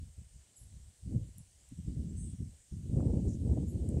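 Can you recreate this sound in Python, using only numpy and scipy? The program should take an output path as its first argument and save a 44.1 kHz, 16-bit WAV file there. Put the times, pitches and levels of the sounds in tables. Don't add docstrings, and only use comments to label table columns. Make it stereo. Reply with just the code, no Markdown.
import sys
import numpy as np
from scipy import signal
from scipy.fft import rfft, irfft
from scipy.io import wavfile
from scipy.ndimage import uniform_filter1d

SR = 44100
rng = np.random.default_rng(int(sys.argv[2]) if len(sys.argv) > 2 else 0)


def inscribe(sig):
    pcm = np.round(np.clip(np.atleast_2d(sig).T, -1, 1) * 32767)
    wavfile.write(sys.argv[1], SR, pcm.astype(np.int16))


N = 4 * SR


def amp(db):
    return 10 ** (np.asarray(db) / 20)


def unit_level(x):
    return x / np.sqrt(np.mean(x ** 2) + 1e-20)


def value_at(table, hz):
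    row_hz, value = np.transpose(table)
    return np.interp(np.log(hz + 1), np.log(row_hz + 1), value)


def noise(size, tone):
    hz = np.fft.rfftfreq(size, 1 / SR) + 1
    return unit_level(irfft(rfft(rng.standard_normal(size)) * tone(hz), size))


def wander(size, per_s):
    return noise(size, lambda f: 1 / (1 + (f / per_s) ** 4))


def hump(hz, octaves):
    return lambda f: np.exp(-.5 * (np.log2(f / hz) / octaves) ** 2)


def place(mix, start, sound, lean_db):
    part = mix[:, round(start * SR):][:, :len(sound)]
    part += amp([[lean_db / 2], [-lean_db / 2]]) * sound[:part.shape[1]]


# time in seconds, strength in dB.
LEFT_GUSTS = [(0.0, -40.5), (0.02, -33), (0.17, -57), (0.37, -50), (0.57, -86), (0.77, -49), (0.8, -44),
              (0.95, -60), (1.04, -74), (1.06, -34.5), (1.16, -23), (1.29, -50), (1.4, -37.5), (1.52, -66),
              (1.69, -75), (1.72, -35), (1.76, -43.5), (1.79, -30), (1.82, -39), (1.89, -26.5),
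              (1.92, -30.5), (1.97, -27.5), (2.35, -31.5), (2.38, -42.5), (2.4, -27), (2.49, -35),
              (2.54, -55), (2.69, -79), (2.72, -32), (2.84, -32), (2.9, -46), (2.92, -30.5), (2.98, -19.5),
              (3.19, -21.5), (3.22, -25.5), (3.26, -22.5), (3.39, -29.5), (3.51, -20), (3.55, -22),
              (3.6, -21.5), (3.69, -27.5), (3.73, -24.5), (3.99, -22), (4.0, -39)]
RIGHT_GUSTS = [(0.0, -44), (0.01, -39.5), (0.158, -52), (0.188, -35), (0.3, -54), (0.36, -41),
               (0.54, -71.5), (0.62, -41.5), (0.69, -46.5), (0.72, -41.5), (0.799, -41), (0.83, -47.5),
               (0.89, -44), (0.96, -62), (1.06, -34), (1.11, -34), (1.15, -30.5), (1.27, -34.5),
               (1.36, -54), (1.68, -51.5), (1.711, -43.5), (1.8, -50.5), (2.0, -32), (2.06, -47.5),
               (2.1, -35.5), (2.13, -50.5), (2.28, -48), (2.37, -76), (2.51, -43), (2.66, -60.5),
               (2.81, -53), (2.849, -34), (2.91, -29), (2.975, -25), (3.03, -34), (3.19, -35), (3.261, -26),
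               (3.38, -33), (3.48, -28.5), (3.52, -39.5), (3.58, -31.5), (3.8, -37.5), (3.84, -28.5),
               (3.9, -41), (3.97, -28), (4.0, -35.5)]
# frequency in Hz, relative level in dB.
LEFT_TONE = [(20, -34), (38, -18.5), (58, 1), (88, 2), (130, -4), (200, -5.5), (400, -15.5), (800, -14.5),
             (1400, -21.5)]
RIGHT_TONE = [(20, -30.5), (40, -16), (64, 0.5), (95, 0), (150, -5.5), (210, -5), (320, -8), (560, -6.5),
              (850, -19), (1400, -25.5)]
# gain in dB, cutoff in Hz in a strong gust,
# how fast the sound fades above the cutoff in dB per octave.
MICS = [(-6.5, 417.4, 28), (-5, 280, 16)]


def wind_rumble(gusts, tone, gain_db, cutoff_hz, slope_db):
    strong_gust_db, octaves_per_db = -22.5, 0.0821
    gust_db = np.interp(np.arange(N) / SR, *np.transpose(gusts))
    swirls = wander(N, per_s=71)
    cutoff_octave = np.log2(cutoff_hz) + octaves_per_db * (gust_db - strong_gust_db) + .06 * swirls
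    hz = np.fft.rfftfreq(N, 1 / SR) + 1
    spectrum = rfft(rng.standard_normal(N)) * amp(value_at(tone, hz))
    rumble = np.zeros(N)
    for octave in np.arange(4, 11.5, .5):
        band = irfft(spectrum * np.maximum(1 - 2 * abs(np.log2(hz) - octave), 0), N)
        rumble += band / np.sqrt(1 + amp(2 * slope_db * (octave - cutoff_octave)))
    swell_s, even_share = 0.065, 0.54
    window = signal.windows.hann(int(2 * swell_s * SR))
    power = signal.fftconvolve(unit_level(rumble) ** 2, window / window.sum(), "same")
    rumble = unit_level(rumble / (abs(power) + 1e-6) ** (even_share / 2))
    return rumble * amp(gust_db + gain_db + 1.8 * swirls)


# frequency in Hz, relative level in dB.
HISS_TONE = [(40, -21.5), (100, 10), (250, -6.5), (450, -8), (620, -7), (850, -13), (1250, -17),
             (1900, -12.5), (2750, -12), (2950, -8.5), (3150, -11.5), (5200, -10.5), (6800, -5.5),
             (8300, -0.5), (9200, -6), (10000, -12.5), (11500, -18), (12500, -22.5), (15500, -26)]
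# frequency in Hz, rough lean in dB.
HISS_LEFT_LEAN = [(100, 1.5), (700, 1.4), (2000, 2.7), (8000, 3.75), (15000, 2)]


def hiss_side(side):
    air = noise(N, lambda f: amp(value_at(HISS_TONE, f) + side * value_at(HISS_LEFT_LEAN, f) / 2))
    return air * amp(side * value_at(HISS_LEFT_LEAN, 8000) / 2)


def hiss():
    level_db, growth_db_per_s, patch_db = -64, 0.33, 1.8
    grid = signal.stft([hiss_side(1), hiss_side(-1)], nperseg=512)[2]
    patches = uniform_filter1d(rng.standard_normal(grid.shape), size=10, axis=1)
    patches = unit_level(uniform_filter1d(patches, size=14, axis=2))
    patchy = signal.istft(grid * amp(patch_db * patches), nperseg=512)[1][:, :N]
    return patchy * amp(level_db + growth_db_per_s * (np.arange(N) - N / 2) / SR)


def fluttering_fade(length, rise_s=0.011, fade_share=.55):
    t = np.arange(0, length, 1 / SR)
    rise = np.minimum(t / rise_s, 1)
    fade = np.minimum((1 - t / length) / fade_share, 1)
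    return unit_level(rise * fade * amp(wander(len(t), per_s=200)))


# start and length in seconds, first and last pitch in Hz,
# level in dB, lean to the left in dB.
BIRD_WHISTLES = [(0.555, 0.045, 7880, 6500, -64.5, 11), (1.369, 0.039, 7300, 7080, -72.5, 14),
                 (2.087, .035, 7300, 7800, -72, 18), (2.159, 0.12, 6340, 6430, -78.5, 25),
                 (3.666, 0.072, 6900, 8080, -71, 15)]
# start and length in seconds, lowest and highest frequency in Hz,
# level in dB, lean to the left in dB.
BIRD_BUZZES = [(0.561, 0.11, 8950, 11650, -66.5, 3), (1.373, 0.055, 9100, 11200, -71, 14),
               (2.165, 0.19, 7600, 9360, -59.5, 4), (3.674, 0.067, 9200, 12000, -73.5, 13)]


def birds():
    waver_share, edge_hz = .28, 170
    out = np.zeros((2, N))
    for start, length, first_hz, last_hz, db, lean_db in BIRD_WHISTLES:
        loudness = fluttering_fade(length)
        slide_hz = np.linspace(first_hz, last_hz, len(loudness))
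        waver_hz = waver_share * abs(last_hz - first_hz) * wander(len(loudness), per_s=200)
        whistle = unit_level(np.sin(2 * np.pi * np.cumsum(slide_hz + waver_hz) / SR))
        place(out, start, amp(db) * loudness * whistle, lean_db)
    for start, length, low_hz, high_hz, db, lean_db in BIRD_BUZZES:
        loudness = fluttering_fade(length)
        buzz = noise(len(loudness),
                     lambda f: np.tanh((f - low_hz) / edge_hz) - np.tanh((f - high_hz) / edge_hz))
        place(out, start, amp(db) * loudness * buzz, lean_db)
    return out


def tree_echo(sound, level_db=-5, fade_s=0.31):
    t = np.arange(SR // 2) / SR
    tail = rng.standard_normal((2, len(t))) * amp(-60 * t / fade_s)
    tail /= np.linalg.norm(tail[0])
    return amp(level_db) * signal.fftconvolve(sound, tail, axes=1)[:, :N]


# time of the middle in seconds, pitch in
# Hz, length in seconds, # level at the top of the swell in dB, microphone (0 is left, 1 is right).
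WIND_KNOCKS = [(1.163, 133, 0.01, -17.5, 0), (1.725, 257, 0.012, -38.5, 0), (1.795, 183, 0.011, -28.5, 0),
               (1.882, 166, 0.0091, -26.5, 0), (2.074, 151, .009, -24, 0), (2.407, 164, 0.0047, -18.5, 0),
               (2.429, 91, 0.013, -23, 0), (2.725, 113, 0.0061, -25, 0), (2.942, 106, 0.02, -20, 1),
               (2.975, 124, 0.013, -17.5, 0), (3.005, 970, 0.0011, -39, 0), (3.054, 286, .01, -24, 0),
               (3.071, 109, 0.012, -18.5, 0), (3.133, 310, 0.0053, -23, 0), (3.177, 107, 0.015, -17.5, 0),
               (3.521, 97, 0.013, -13.5, 0), (3.587, 255, .008, -24, 0)]


def wind_knocks():
    out, t = np.zeros((2, N)), np.arange(N) / SR
    for middle, hz, length, db, mic in WIND_KNOCKS:
        swell = 2 ** -((2 * (t - middle) / length) ** 2)
        out[mic] += amp(db) * swell * np.sin(2 * np.pi * (hz * (t - middle) + rng.random()))
    return out


# start in seconds, pitch in Hz, peak level in dB, lean to the left in dB.
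DRY_TICKS = [(1.382, 10000, -49.5, 21), (1.689, 8900, -50, 0), (3.889, 8130, -44, -13)]


def ticks(decay_s=.0007):
    out, t = np.zeros((2, N)), np.arange(1024) / SR
    for start, hz, db, lean_db in DRY_TICKS:
        snap = noise(len(t), hump(hz, octaves=.26)) * t * np.exp(-t / decay_s)
        place(out, start, amp(db) * snap / abs(snap).max(), lean_db)
    return out


# start and length in seconds, pitch in Hz, level in dB, lean to the left in dB.
BARK_SCRAPES = [(3.273, 0.11, 6800, -66.5, 14)]


def bark_scrape(grain_db=4):
    out = np.zeros((2, N))
    for start, length, hz, db, lean_db in BARK_SCRAPES:
        fade = fluttering_fade(length)
        catches = amp(grain_db * wander(len(fade), per_s=400))
        rub = noise(len(fade), hump(hz, octaves=.26))
        place(out, start, amp(db) * unit_level(fade * catches) * rub, lean_db)
    return out


def scene():
    wind = np.array([wind_rumble(LEFT_GUSTS, LEFT_TONE, *MICS[0]),
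                     wind_rumble(RIGHT_GUSTS, RIGHT_TONE, *MICS[1])])
    calls = birds()
    return wind + wind_knocks() + hiss() + calls + tree_echo(calls) + bark_scrape() + ticks()


def record(dry):
    treble_cut = signal.firwin(511, 15720, window=("kaiser", 9), fs=SR)
    return signal.oaconvolve(dry, treble_cut[None], "same")


dry = scene()
out = record(dry)
inscribe(out)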